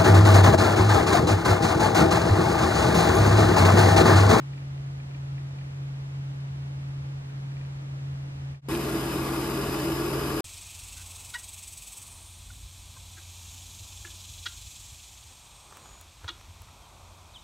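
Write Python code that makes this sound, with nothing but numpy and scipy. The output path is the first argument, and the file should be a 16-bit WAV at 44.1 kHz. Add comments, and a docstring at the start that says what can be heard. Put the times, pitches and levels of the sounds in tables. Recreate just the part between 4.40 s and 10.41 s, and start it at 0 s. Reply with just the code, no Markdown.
"""A workbench in a quiet workshop, heard from close by on a stereo pair of microphones.
At first a machine hums somewhere over a soft hiss, with small dry ticks close to the microphones, like
a lens stepping its focus. A glove rubs once over a small part. Near 4.2 s the level dips briefly. Then
a small butane torch burns on the bench, tapped softly as the hand lets go: its turbulent gas jet rings
flame, burner tube and bench, a steady hiss over a hollow roar."""
import sys
import numpy as np
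from scipy import signal
from scipy.fft import rfft, irfft, next_fast_len
from scipy.io import wavfile

SR = 44100
rng = np.random.default_rng(int(sys.argv[2]) if len(sys.argv) > 2 else 0)


def wav_record(signal):
    """Record a signal, one row per channel, as 16-bit PCM in the file named by sys.argv[1]."""
    frames = np.transpose(np.atleast_2d(signal))
    bounded = np.clip(frames, -1, 1)
    # unit amplitude maps onto the largest positive 16-bit level
    quanta = np.round(bounded * 32767).astype(np.int16)
    wavfile.write(sys.argv[1], SR, quanta)


N = 264908
TIME = np.arange(N) / SR
PADDED = next_fast_len(N, real=True)
FREQ = np.maximum(np.arange(PADDED // 2 + 1) * SR / PADDED, 1)
TORCH_START_S = 4.285


# smooth spectrum of the gas jet at the microphones: frequency_hz, left_db, right_db
JET_SPECTRUM = [(30, -22, -26), (50, -22, -18), (84, -9.5, -10), (150, -8.5, -7.5), (227, -2, -2),
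                (303, -2, -1.5), (530, -9, -9.5), (980, -9.5, -12), (1970, -18.5, -17.5),
                (3340, -20.5, -25), (6260, -26.5, -26), (9000, -25, -29), (13000, -24, -23),
                (14300, -50, -50)]
# resonances and hollows of flame, tube and bench: centre_hz, width_hz, left_boost_db, right_boost_db
TORCH_RESONANCES = [(300.5, 20, 5, 3), (333.3, 46, 13, 12.5), (402.3, 43, 11.5, 9.5), (437, 35, 6.5, 6),
                    (483, 20, -3, -2), (604, 65, 1, 4.5), (810, 37, -3, 0), (875, 82, 2.5, 2.5),
                    (1169, 207, 6.5, 4.5), (1346, 44, -6, -4), (1413, 73, 9.5, 3), (1604, 36, -3, -4),
                    (1665, 95, 1, 7), (1800, 73, -6, -5), (1880, 67, 3, -0.5), (2070, 60, 0, 2),
                    (2180, 90, 1, 3), (2510, 147, 7, 9), (2650, 96, 5, 5), (2800, 80, 4.5, 6),
                    (2970, 120, 3, 9.5), (3030, 93, 2, 4), (3380, 90, 4, -2), (3560, 90, 0, 5),
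                    (3670, 80, 6, 0), (3900, 70, 4, -6), (4000, 140, 3.5, 2), (4170, 160, -2, -1),
                    (4600, 130, -1.5, -4), (4790, 110, 11, 5), (4960, 146, 6.5, 9.5), (5080, 120, 11, 1.5),
                    (5170, 80, 2, 6), (5230, 100, 7, -2), (6250, 510, 0, 0.5), (7270, 320, 4, 1.5),
                    (8020, 300, 2, 5), (8360, 340, 7, 0), (8650, 350, -1, 0), (9160, 200, 5, -3),
                    (9400, 250, 0, -3), (9700, 220, 5.5, 0), (10220, 300, 7.5, 2), (10560, 200, 11, 9),
                    (10770, 200, 6, -1), (11600, 510, -4, -5), (12340, 220, 2, 2), (12700, 170, 4, 1),
                    (13000, 260, 2.5, 3)]
# the torch across the pair: frequency_hz, left_right_likeness, right_lead_rad
JET_IMAGE = [(90, .9999, 0), (150, .999, 0), (290, .99, 0), (400, .95, .15), (520, .76, 0), (800, .72, -.3),
             (1150, .85, -.1), (1500, .58, .7), (1900, .42, -1.4), (2600, .62, -1.2), (3500, .45, -1.9),
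             (5000, .55, .8), (6000, .35, -2.7), (7400, .55, -1.5), (11200, .55, -3.6), (12000, .55, -5.7),
             (13400, .87, -6.2)]
def gas_jet():
    """Turbulence rings flame, burner tube and bench, and reaches each microphone by its own path."""
    colour_db = in_frequency(JET_SPECTRUM) + reflections(spread_s=0.012, ripple_db=1.26)
    for hz, width, left_db, right_db in TORCH_RESONANCES:
        near = np.abs(FREQ - hz) < 2 * width
        peak = np.exp(-(2 * (FREQ[near] - hz) / width) ** 2)
        colour_db[:, near] += np.outer([left_db, right_db], peak)
    likeness, lead = in_frequency(JET_IMAGE)
    path_phase = np.array([np.ones_like(lead), np.exp(1j * lead)])
    return filtered(stereo_noise(colour_db, likeness), path_phase)


def torch(flame_db=-29, growth_db_per_s=0.13, split_hz=900, whistle_hz=4940, whistle_half_width_hz=320):
    """The torch on the bench, valve open: a steady roar, a fluttering hiss, a breathy nozzle whistle."""
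    jet = gas_jet()
    roar = filtered(jet, 1 / (1 + (FREQ / split_hz) ** 4))
    hiss = hand_echo(jet - roar)
    flutter_db, sputter_db = 0.5 * drift(45), 0.6 * drift(160)
    hiss *= from_db(flutter_db + sputter_db)
    whistle = filtered(hiss, np.exp(-((FREQ - whistle_hz) / whistle_half_width_hz) ** 4))
    burn_s = TIME - TORCH_START_S
    firming = from_db(-1.3 + 2 * burn_s)   # the whistle gains on the hiss by 2 dB a second
    return (roar + (hiss - whistle) + firming * whistle) * from_db(flame_db + growth_db_per_s * burn_s)


def reflections(spread_s, ripple_db, corner_hz=1500):
    """Many short paths off bench and tools ripple the spectrum at the microphones; in dB."""
    fade = np.exp(-np.minimum(TIME / spread_s, 20))
    paths = rng.standard_normal(N) * fade * (1 - fade)
    scattered = FREQ ** 2 / (FREQ ** 2 + corner_hz ** 2)   # long waves pass small things by
    return ripple_db * scattered * rms_one(rfft(paths, PADDED).real)


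def hand_echo(x, echo_db=-17.5, delay_s=0.000792, sway_s=0.00017):
    """Moving hands near the torch add a faint echo; its path sways, so the colour shifts slowly."""
    sent_s = TIME - delay_s - sway_s * drift(0.78)
    return x + from_db(echo_db) * np.array([np.interp(sent_s, TIME, channel) for channel in x])


# taps on the torch body: start_s, level_db, centre_hz
TORCH_TAPS = [(4.313, -37, 2340), (4.35, -33.5, 2750), (4.357, -37, 2750)]
def torch_taps(rise_s=0.0013, octaves=0.39):
    """The hand lets go of the torch; each soft contact is a short burst of noise."""
    return sum(from_db(db) * strike(s, rise_s) * stereo_noise(hump_db(hz, octaves), likeness=0.5)
               for s, db, hz in TORCH_TAPS)


# small dry ticks close to the microphones, mostly in twos and threes: start_s, level_db
CLOSE_TICKS = [(0.132, -43), (0.176, -41), (0.223, -49), (0.376, -48), (0.5995, -46), (0.71, -46),
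               (0.746, -41.5), (0.978, -43), (1.1863, -44), (1.2116, -44), (3.1154, -49), (3.167, -45),
               (3.2114, -44), (3.2485, -46.5), (4.1452, -44.5)]
# what every tick rings with: pitch_hz, relative_db, t60_s, right_lead_rad
TICK_MODES = [(1814, -8, 0.045, 1.1), (2000, -10.5, 0.04, 0.6), (2355, -3, 0.04, 2.1),
              (2460, -3, 0.035, 2.7), (2630, -6, 0.035, 2.7), (2850, -6, 0.03, 2.7),
              (4280, -12, 0.025, 2.7), (4540, -11, 0.025, 1.9)]
def close_ticks(contact_s=0.001, scatter_db=1.5):
    """Ticks like a lens stepping its focus: the same short modes ring, a little differently each time."""
    out, age = np.zeros((2, N)), TIME[:SR // 10]
    attack = 1 - np.exp(-age / contact_s)
    for s, db in CLOSE_TICKS:
        start = int(s * SR)
        for hz, mode_db, t60, lead in TICK_MODES:
            ring = attack * from_db(db + mode_db + scatter_db * rng.normal() - 60 * age / t60)
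            phase = 2 * np.pi * (hz * age + rng.random())
            out[:, start:start + len(age)] += ring * np.sin([phase, phase + lead])
    return out


def glove_rub(centre_s=2.9, half_width_s=0.08, level_db=-66, grain_db=3.0):
    """Close by, a glove slides once over a small part: a soft, dull, grainy swell."""
    swell = np.exp(-((TIME - centre_s) / half_width_s) ** 2)
    friction = from_db(level_db + grain_db * drift(200))
    return swell * friction * stereo_noise(hump_db(hz=1600, octaves=0.62), likeness=0.8)


# slow swell of the main hum before the torch: time_s, level_db
HUM_SWELL = [(0.0, -35), (0.5, -34), (0.67, -36.5), (0.93, -32), (1.14, -36.5), (1.34, -36.0), (1.43, -33),
             (1.65, -35), (1.77, -33), (1.89, -34), (2.41, -34.5), (2.62, -33), (2.86, -37.5),
             (3.18, -34.0), (3.41, -36.0), (3.7, -32.5), (3.93, -36.5), (4.09, -34)]
# weaker steady tones in the room: pitch_hz, before_torch_db, with_torch_db
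ROOM_TONES = [(57.9, -59, -44), (77.1, -56, -48), (178.3, -76.5, -46), (180, -60.5, -77),
              (306.3, -66.5, -77.5), (851, -74.5, -84)]
def machine_hum(burning, pitch_hz=136.8, with_torch_db=-37, wander_hz=0.12, waver_hz=0.26):
    """A machine somewhere in the room: one strong low tone just off centre, weaker ones around it."""
    swell_db, = in_time(HUM_SWELL)
    gain = from_db((1 - burning) * swell_db + burning * with_torch_db)
    out = gain * tone(pitch_hz + wander_hz * drift(1), pan_db=0.05, lead_rad=0.036)
    for hz, before_db, after_db in ROOM_TONES:
        gain = from_db((1 - burning) * before_db + burning * after_db)
        out += gain * tone(hz + waver_hz * drift(1.5))
    return out


# spectrum of the workshop air: frequency_hz, relative_db
AIR_SPECTRUM = [(20, -29), (35, -14), (47, -16.5), (58, -12), (68, -10), (80, -1.5), (91, -3.5),
                (105, -13.5), (128, -1.5), (150, -13.5), (170, -12), (215, -17.5), (255, -15.5), (295, -13),
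                (325, -17), (450, -20), (620, -20), (1000, -22.5), (2600, -27.5), (7500, -39),
                (10500, -47.5), (12000, -47), (15500, -57)]
# the air across the pair: frequency_hz, left_right_likeness
AIR_IMAGE = [(50, .997), (85, .995), (108, .94), (130, .98), (165, .86), (215, .47), (250, .52), (295, .67),
             (345, .15), (420, -.1), (700, -.45), (2500, -.64), (12000, -.6), (13500, -.95)]
def workshop_air(level_db=-45, whine_hz=8050, whine_db=-85, waver_hz=5):
    """The room behind the bench: a centred low rumble under a wide, faint hiss and a thin whine."""
    whine = from_db(whine_db) * tone(whine_hz + waver_hz * drift(8), lead_rad=np.pi)
    return from_db(level_db) * stereo_noise(in_frequency(AIR_SPECTRUM), in_frequency(AIR_IMAGE)) + whine


def from_db(db):
    """Decibels to gain."""
    return 10 ** (np.asarray(db) / 20)


def rms_one(x):
    """Scale to unit power."""
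    return x / np.sqrt(np.mean(x ** 2) + 1e-20)


def in_time(rows):
    """Each column of a curve at every sample."""
    s, *columns = np.transpose(rows)
    return np.array([np.interp(TIME, s, c) for c in columns])


def in_frequency(rows):
    """Each column of a spectrum at every bin, joined on a log axis."""
    hz, *columns = np.transpose(rows)
    return np.array([np.interp(np.log(FREQ), np.log(hz), c) for c in columns])


def filtered(x, response):
    """Pass a sound through a frequency response."""
    return irfft(rfft(x, PADDED) * response, PADDED)[..., :N]


def drift(rate_hz):
    """A random wander of rms 1, changing about `rate_hz` times a second."""
    return rms_one(filtered(rng.standard_normal(N), 1 / (1 + (FREQ / rate_hz) ** 2)))


def stereo_noise(colour_db, likeness):
    """Noise of rms 1 in a given colour; likeness runs from 1 (centred) to -1 (opposite phase)."""
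    mid, side = rfft(rng.standard_normal((2, PADDED)))
    alike = np.clip(likeness, -1, 1)
    pair = np.sqrt(1 + alike) * mid + np.sqrt(1 - alike) * side * np.array([[1], [-1]])
    return rms_one(irfft(pair * from_db(colour_db), PADDED)[:, :N])


def tone(hz, pan_db=0, lead_rad=0):
    """A stereo sine of rms 1 on a pitch curve; left louder by `pan_db`, right ahead by `lead_rad`."""
    phase = 2 * np.pi * (np.cumsum(hz) / SR + rng.random())
    left = from_db(pan_db / 2) * np.sin(phase)
    right = from_db(-pan_db / 2) * np.sin(phase + lead_rad)
    return np.sqrt(2) * np.array([left, right])


def strike(start_s, rise_s):
    """A contact: rises to 1 in `rise_s`, then dies away."""
    age = np.clip((TIME - start_s) / rise_s, 0, 20)
    return age * np.exp(1 - age)


def hump_db(hz, octaves):
    """A broad spectral hump around `hz`; in dB."""
    return -20 * np.log10(1 + (np.log2(FREQ / hz) / octaves) ** 2)


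def scene():
    """At the bench: the workshop throughout; ticks and a rub first, then the torch comes in at once."""
    burning = np.clip((TIME - TORCH_START_S) / 0.0011, 0, 1)
    room = machine_hum(burning) + workshop_air()
    return room + close_ticks() + glove_rub() + burning * torch() + torch_taps()


def record(dry, dip_s=4.213, dip_half_s=0.1, cutoff_hz=14400):
    """The level dips briefly to silence and returns; the highest treble is cut."""
    dip = np.minimum(np.abs(TIME - dip_s) / dip_half_s, 1)
    lowpass = signal.ellip(10, .1, 80, cutoff_hz, fs=SR, output="sos")
    return signal.sosfilt(lowpass, dry * dip)


dry = scene()
out = record(dry)
wav_record(out)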